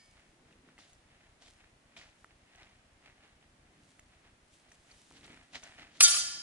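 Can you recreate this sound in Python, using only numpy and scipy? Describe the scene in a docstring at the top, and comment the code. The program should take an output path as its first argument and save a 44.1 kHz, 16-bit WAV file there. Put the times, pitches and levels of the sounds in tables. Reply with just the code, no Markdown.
"""Two fighters in mail on gravel before a stone wall, in quiet air with a low rumble and soft bumps.
At first a blade still sings faintly from an earlier touch. They circle: boots roll and skid,
mail rustles, pebbles click. Near 3.7 s a distant drone swells and sinks. From 5 s one charges.
At 6 s the swords meet: the edges crack, the blades ring and wobble, wall and trees throw it back."""
import sys
import numpy as np
from scipy import signal
from scipy.fft import rfft, irfft, next_fast_len
from scipy.io import wavfile

SR = 44100
rng = np.random.default_rng(int(sys.argv[2]) if len(sys.argv) > 2 else 0)


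def generate_wav(sig):
    """Save sig (samples, or channels by samples) to the path in sys.argv[1] as 16-bit PCM at SR."""
    pcm = np.round(np.clip(np.atleast_2d(sig).T, -1, 1) * 32767).astype(np.int16)
    wavfile.write(sys.argv[1], SR, pcm)


N = 283122
T = np.arange(N) / SR
STRIKE_S, SWORD_LAG_S = 6.0058, 8.2e-5
FIRM_STEP_DB = -55  # reference step level for the thuds

# Stereo likeness of noise. Each row: frequency in Hz, left-right coherence from 0 to 1.
COHERENCE = [(30, 0.94), (250, 0.98), (600, 0.76), (1500, 0.45), (4000, 0.31), (11000, 0.15)]
# Noise spectra. Each row: frequency in Hz, relative level in dB.
AIR_COLOUR = [(20, -11), (60, -8), (123, -6), (184, -6.5), (254, -6), (434, -11.5), (685, -9.5), (944, -13),
              (1570, -13.5), (1890, -13), (4580, -21.5), (9690, -25), (10800, -28), (12000, -51)]
RUMBLE_COLOUR = [(50, -20), (110, -8.5), (150, 0), (190, -5), (265, 0.5), (370, -6.5), (500, -11.5),
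                 (900, -44), (2000, -54)]
MAIL_COLOUR = [(1000, -15), (3000, -1.5), (4500, -3.5), (7000, -3), (10000, -5), (11500, -21)]
CRUNCH_COLOUR = [(100, -17), (300, -5), (450, -11), (700, 1), (1000, -7), (1900, 2), (2900, -2),
                 (3800, -7.5), (7000, -20), (12000, -37)]
SCRAPE_COLOUR = [(200, -14), (700, 3), (1200, -10.5), (2300, -2), (3500, 6.5), (5500, 1.5), (7500, -3),
                 (10000, -27), (12000, -59)]
BITE_COLOUR = [(100, -50), (350, -52), (600, -9), (950, -16), (1200, -3), (1700, -10.5), (2500, 1),
               (3200, -3.5), (4600, 4.5), (6500, -6.5), (9500, 1), (11000, -11.5), (12000, -33)]
SHIMMER_COLOUR = [(200, -32), (450, -28.5), (650, -12), (950, -16), (1300, -12), (2500, -5.5), (4700, -0.5),
                  (7200, 2.5), (10000, -1.5), (11000, -11), (11800, -21)]
# Decay of the yard's tail and of the steel's shimmer. Each row: frequency in Hz, T60 in seconds.
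YARD_T60 = [(300, 1.0), (2000, 0.95), (5000, 0.46), (11000, 0.54)]
SHIMMER_T60 = [(600, 1.0), (2000, 0.72), (5000, 1), (8000, 0.59), (11000, 0.53)]
# Rumble surges. Each row: peak time in seconds, rise and fall in seconds, level in dB.
SURGES = [(.5, 0.18, -66.5), (.68, 0.088, -67.5), (3.8, 0.21, -68.5), (5.141, .03, -61.5),
          (5.29, 0.086, -60), (6.15, 0.42, -67)]
# Distant drone. Each row: time in seconds, pitch in Hz, level of the fundamental in dB.
DRONE_PATH = [(3.25, 95, -86), (3.45, 114.5, -73), (3.6, 134.9, -73), (3.72, 156.3, -70),
              (3.88, 137.2, -74), (4.1, 110, -86)]
# Blade modes ringing at the start. Each row: frequency in Hz, level in dB, T60 in seconds.
SINGING_MODES = [(1820, -68, .5), (2241, -67, 1.0), (3140, -78, 1.0), (4597, -67, .45), (5087, -65, .5),
                 (6175, -76, .6)]
# Pebble and buckle knocks. Each row: start in seconds, level in dB, pitch in Hz, T60 in seconds.
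KNOCKS = [(.527, -55.5, 2700, 0.015), (0.6886, -52, 1450, 0.015), (.78, -49, 2060, .016),
          (.789, -50.5, 880, .011), (0.932, -53, 6900, 0.016), (1.641, -51.5, 1500, 0.0062),
          (1.967, -43, 2370, 0.019), (2.245, -40.5, 1360, 0.01), (2.559, -51, 6240, .008),
          (2.632, -47.5, 3900, .009), (3.099, -50.5, 1940, .01), (3.9936, -45, 2036, 0.0075),
          (3.996, -47, 7000, .01), (4.7176, -50, 1900, 0.013), (4.72, -52.5, 5970, .025),
          (4.914, -51, 4500, 0.035), (5.1114, -49.5, 980, 0.0079), (5.21, -53.5, 4000, .012),
          (5.233, -45.5, 2380, 0.0033), (5.26, -54, 7900, .011), (5.637, -41, 6130, 0.02)]
# Turns and arm swings that slide the mail. Each row: peak time in seconds, fall in seconds, level in dB.
SWINGS = [(0, 0.25, -70.5), (.9, 0.043, -68), (2.2, .06, -72.5), (2.66, 0.44, -81), (3.89, 0.2, -72),
          (4.54, 0.068, -66), (4.73, 0.032, -67.5), (4.98, 0.36, -65.5), (5.7, .2, -69.5)]
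# Soles rolling onto gravel. Each row: peak time in seconds, fall in seconds, level in dB.
TREADS = [(.19, 0.068, -67), (.51, .055, -68.5), (.69, .04, -66.5), (1.12, .06, -67), (1.24, 0.079, -67),
          (1.61, 0.064, -66), (2.012, .07, -59.5), (2.308, 0.017, -68.5), (2.609, 0.12, -59.5),
          (3.068, 0.046, -58.5), (3.245, .05, -60), (3.43, 0.019, -66.5), (3.73, 0.2, -72.5),
          (4.14, 0.059, -67), (4.265, 0.037, -63.5), (4.69, .07, -68.5), (4.91, 0.038, -63.5),
          (5.31, 0.095, -55.5), (5.67, 0.073, -55.5), (5.814, 0.064, -52)]
# Boots landing and skidding. Each row: peak time, rise and fall in seconds, level in dB.
SKIDS = [(0.79, 0.0049, 0.079, -62), (1.425, 0.01, .035, -61), (1.48, 0.035, 0.017, -62),
         (1.971, 0.003, 0.056, -54.5), (5.17, 0.027, 0.015, -60), (5.245, 0.0062, 0.017, -57.5),
         (5.5336, .0012, 0.018, -55), (5.556, 0.012, 0.022, -46), (5.638, 0.011, 0.037, -57.5),
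         (5.968, 0.036, 0.058, -61)]
# Wall echoes. Each row: delay in seconds, relative level in dB.
WALL_ECHOES = [(.072, -9), (0.121, -17.5), (0.135, -16), (.157, -15.5)]
# Edge biting on edge. Each row: peak time in seconds, level in dB, rise and fall in seconds.
BITES = [(6.0073, -12.5, 0.0012, 0.0052), (6.011, -24.5, 0.0031, 0.0045)]
# Blade bending modes. Each row: frequency in Hz, ring in dB, T60 in seconds, flare before boost in dB.
BLADE_MODES = [(1397, -39, .9, -35), (1415, -44, .95, -43), (1709, -43, 1.7, -56), (1820, -49, 1.2, -49),
               (2013, -46, .8, -52), (2242, -46, 1.1, -44), (2496, -27, .1, -52), (2712, -41, .7, -53),
               (3134, -37, 1.05, -34), (3260, -42, 1.0, -42), (3573, -40, 1.0, -27), (3878, -40, .66, -42),
               (4083, -42, .8, -36), (4603, -33, 1.15, -22), (4634, -39, 1.0, -32), (4802, -36, .5, -36),
               (5086, -38, 1.4, -34), (5102, -33, 1.9, -34), (5281, -37, 1.1, -34), (5611, -33, .75, -25),
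               (5797, -36, .7, -33), (6174, -29, .9, -18), (6741, -32, .85, -18.5), (7305, -30, .5, -29),
               (7897, -30, .52, -24), (8440, -33, .65, -37), (8515, -30, .72, -23), (9162, -32, .56, -20),
               (9835, -35, .6, -24), (10512, -34, .52, -25), (11550, -46, .54, -35)]


def gain_of(db):
    """Decibels to gain."""
    return 10 ** (np.asarray(db) / 20)


def unit_rms(x):
    """Scale to rms 1."""
    return x / np.sqrt(np.mean(x ** 2) + 1e-20)


def curve_at(points, hz):
    """Interpolate on a log-frequency axis."""
    points_hz, values = np.transpose(points)
    return np.interp(np.log(hz + 1), np.log(points_hz + 1), values)


def stereo(x, lag_s):
    """An off-centre source reaches the left channel lag_s late."""
    delay = np.sinc(np.arange(-16, 17) - lag_s * SR) * signal.windows.tukey(33)
    return np.array([np.convolve(x, delay, "same"), x])


def noise(colour, lag_s, spread=1., grain_db=0., clump_db=0.):
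    """Coloured stereo noise, rms 1, in grains and clumps; spread lowers the coherence."""
    size = next_fast_len(N)
    hz, n = np.fft.rfftfreq(size, 1 / SR), np.arange(size)
    grain, clump = np.minimum(rng.exponential(1, (2, size)), 4)
    texture = gain_of(grain_db * grain[n // 24] + clump_db * clump[n // 190])
    right, unrelated = rfft(rng.standard_normal((2, size)) * texture)
    coherence = np.clip(1 - spread * (1 - curve_at(COHERENCE, hz)), 0, 1)
    left = (coherence * right + np.sqrt(1 - coherence ** 2) * unrelated) * np.exp(-2j * np.pi * hz * lag_s)
    return unit_rms(irfft(np.array([left, right]) * gain_of(curve_at(colour, hz)), size)[:, :N])


def ticks(colour, lag_s, per_s):
    """Sparse sharp ticks of uneven size, rms 1."""
    chance, weight, sign = rng.random((3, N))
    train = (chance < per_s / SR) * np.sign(sign - .5) * (.3 + weight ** 2)
    size = next_fast_len(N)
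    spectrum = rfft(train, size) * gain_of(curve_at(colour, np.fft.rfftfreq(size, 1 / SR)))
    return unit_rms(stereo(irfft(spectrum, size)[:N], lag_s))


def band_decay(x, t60_curve, start_s):
    """From start_s on, each band dies at its own rate."""
    hz, t, bands = signal.stft(x, SR, nperseg=256)
    decay = gain_of(-60 * np.maximum(t - start_s, 0) / curve_at(t60_curve, hz)[:, None])
    return signal.istft(bands * decay, SR, nperseg=256)[1][:, :x.shape[1]]


def swell(peak_s, rise_s, fall_s):
    """Exponential rise to 1, then exponential fall."""
    return np.exp(-np.minimum(np.maximum((peak_s - T) / rise_s, (T - peak_s) / fall_s), 20))


def envelope(events):
    """Overlapping swells, added in power."""
    return np.sqrt(sum((gain_of(db) * swell(s, rise_s, fall_s)) ** 2 for s, rise_s, fall_s, db in events))


def air(level_db=-67):
    """Quiet, steady outdoor air."""
    return gain_of(level_db) * noise(AIR_COLOUR, lag_s=0, spread=2.36)


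def rumble(thud_db=-67.5, thud_slope=.76, rise_s=.022, fall_s=.027):
    """Low surges, and the ground's dull thud under every step."""
    surges = [(s, width_s, width_s, db) for s, width_s, db in SURGES]
    thuds = [(s, rise_s, fall_s, thud_db + thud_slope * (db - FIRM_STEP_DB)) for s, *_, db in TREADS + SKIDS]
    return envelope(surges + thuds) * noise(RUMBLE_COLOUR, lag_s=0, spread=.48)


def electronic_bumps(gain_db=-55.5, clock_hz=29.97, width_s=.002, jitter_s=.0018):
    """A camera's electronics bump softly on a random half of their cycles."""
    cycles_s = np.arange(-.0065, N / SR, 1 / clock_hz)
    chance, lateness = rng.random((len(cycles_s), 2)).T
    times_s = (cycles_s + jitter_s * (2 * lateness - 1))[chance < .5]
    pulses = np.bincount(np.clip(times_s * SR, 0, N - 1).astype(int), minlength=N)
    bumps = signal.oaconvolve(pulses, signal.windows.gaussian(1001, width_s * SR), "same")
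    return -gain_of(gain_db) * signal.filtfilt(*signal.butter(1, 24, "high", fs=SR), bumps)


def drone(octave_db=-5):
    """A far, low tone and its octave glide up and back down."""
    times_s, hz, db = np.transpose(DRONE_PATH)
    phase = 2 * np.pi * np.cumsum(np.interp(T, times_s, hz)) / SR
    level = gain_of(np.interp(T, times_s, db)) * (T > times_s[0]) * (T < times_s[-1])
    return level * (np.sin(phase) + gain_of(octave_db) * np.sin(2 * phase))


def singing_blade():
    """A few faint blade modes fade from the start."""
    modes = (gain_of(db - 60 * T / t60_s) * np.sin(2 * np.pi * hz * T) for hz, db, t60_s in SINGING_MODES)
    return stereo(sum(modes), lag_s=4e-5)


def knocks(upper_ratio=1.316, upper_db=-5, grit_db=-15):
    """Pebbles and buckles knock: two heavily damped modes and a little grit."""
    out = np.zeros(N)
    t = T[:SR // 20]
    for start_s, db, hz, t60_s in KNOCKS:
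        ring = np.sin(2 * np.pi * hz * t) + gain_of(upper_db) * np.sin(2 * np.pi * hz * upper_ratio * t)
        grit = gain_of(grit_db) * rng.standard_normal(len(t))
        out[round(start_s * SR):][:len(t)] += gain_of(db - 60 * t / t60_s) * (ring + grit)
    return stereo(out, lag_s=6e-5)


def mail(chink_db=-5, rest_db=-87, jolt_db=-69, jolt_rise_s=.011, jolt_fall_s=.093):
    """Small rings tick together at each skid and swing, never quite still; a few chink louder."""
    rustle = noise(MAIL_COLOUR, lag_s=2e-5, spread=.71, grain_db=1)
    chinks = gain_of(chink_db) * ticks(MAIL_COLOUR, lag_s=2e-5, per_s=59)
    jolts = [(s, jolt_rise_s, jolt_fall_s, jolt_db) for s, *_ in SKIDS]
    slides = [(s, .51 * fall_s, fall_s, db) for s, fall_s, db in SWINGS]
    return np.hypot(envelope(jolts + slides), gain_of(rest_db)) * (rustle + chinks)


def footsteps(skid_crunch_db=-1.5, tread_scrape_db=-16.5, snap_db=-8):
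    """Boots press stones together (crunch) and drag grit (scrape); single stones snap free."""
    rolling = envelope((s, .84 * fall_s, fall_s, db) for s, fall_s, db in TREADS)
    skidding = envelope(SKIDS)
    crunch = np.hypot(rolling, gain_of(skid_crunch_db) * skidding)
    scrape = np.hypot(skidding, gain_of(tread_scrape_db) * rolling)
    stones = noise(CRUNCH_COLOUR, lag_s=1e-4, spread=.32, grain_db=2.5, clump_db=2.6)
    stones += gain_of(snap_db) * ticks(CRUNCH_COLOUR, lag_s=1e-4, per_s=130)
    grit = noise(SCRAPE_COLOUR, lag_s=5e-5, spread=.85, grain_db=2)
    grit += gain_of(snap_db) * ticks(SCRAPE_COLOUR, lag_s=5e-5, per_s=140)
    return crunch * stones + scrape * grit


def yard_echoes(clash, tail_db=-16, tail_start_s=.076, smear_s=.0072):
    """The rough wall returns smeared echoes; stones and trees scatter a tail."""
    scatter = noise([(300, -4), (6000, -3.8), (11000, -.15)], lag_s=6e-5)[:, :SR]
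    bursts = sum(gain_of(db) * swell(delay_s, .0016, smear_s)[:SR] for delay_s, db in WALL_ECHOES)
    echoes = bursts * scatter / np.sqrt(smear_s * SR / 2)
    tail = band_decay(scatter[:, ::-1], YARD_T60, 0) * (T[:SR] > tail_start_s)
    response = echoes + gain_of(tail_db) * tail / np.linalg.norm(tail[0])
    return signal.fftconvolve(clash[1:], response, axes=1)[:, :N]


def edge_bite(shimmer_db=-23, build_s=.0062, low_cut_hz=420):
    """The edges crack together; dense, weak modes of blades and hilts shimmer on."""
    bursts = sum(gain_of(db) * swell(s, rise_s, fall_s) for s, db, rise_s, fall_s in BITES)
    crack = bursts * noise(BITE_COLOUR, SWORD_LAG_S, spread=.35)
    low_cut = signal.butter(2, low_cut_hz, "high", fs=SR)  # the crack carries little bass
    shimmer = band_decay(noise(SHIMMER_COLOUR, lag_s=7e-5), SHIMMER_T60, STRIKE_S)
    build = 1 - np.exp(-np.maximum(T - STRIKE_S, 0) / build_s)
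    return signal.lfilter(*low_cut, crack) + gain_of(shimmer_db) * build * shimmer


def blade_ring(wobble_hz=18.7, wobble_depth=.0022, flare_boost_db=2.5, jangle_hz=30, jangle_depth=.23):
    """Bending modes ring and wobble as the blade whips; each flares as the flat swings past."""
    out = np.zeros(N)
    struck = T > STRIKE_S
    t = T[struck] - STRIKE_S
    wobble_s = wobble_depth * np.cos(2 * np.pi * wobble_hz * t) / (2 * np.pi * wobble_hz)
    low_pass = signal.butter(2, jangle_hz, fs=SR)
    for hz, ring_db, t60_s, flare_db in BLADE_MODES:
        flare_s = .033 * (max(hz, 3000) / 6500) ** -.65  # high modes beam at the listener first
        flare = gain_of(flare_db + flare_boost_db) * np.exp(-.5 * (np.log(t / flare_s) / .33) ** 2)
        ring = gain_of(ring_db - 60 * t / t60_s)
        # the blades stay in contact and jar each other
        jangle = [unit_rms(v) for v in signal.lfilter(*low_pass, rng.standard_normal((2, len(t))))]
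        amplitude = np.hypot(ring, flare) + jangle_depth * ring * (jangle[0] + 1j * jangle[1])
        phase = 2 * np.pi * (hz * (t + wobble_s) + rng.random())
        out[struck] += (amplitude * np.exp(1j * phase)).real
    return stereo(out, SWORD_LAG_S)


def scene(ring_to_wall_db=-4):
    """The clash and its echoes over the fighters' moves and the background."""
    ring, bite = blade_ring(), edge_bite()
    echoes = yard_echoes(bite + gain_of(ring_to_wall_db) * ring)  # less ring is beamed at the wall
    fighters = singing_blade() + footsteps() + mail() + knocks()
    background = rumble() + air() + drone() + electronic_bumps()
    return background + fighters + echoes + bite + ring


def record(dry, ceiling=.88, cutoff_hz=11900):
    """Hard-limit the highest peaks, then low-pass."""
    low_pass = signal.firwin(401, cutoff_hz, window=("kaiser", 9), fs=SR)
    return signal.oaconvolve(np.clip(dry, -ceiling, ceiling), low_pass[None], "same", axes=1)


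dry = scene()
out = record(dry)
generate_wav(out)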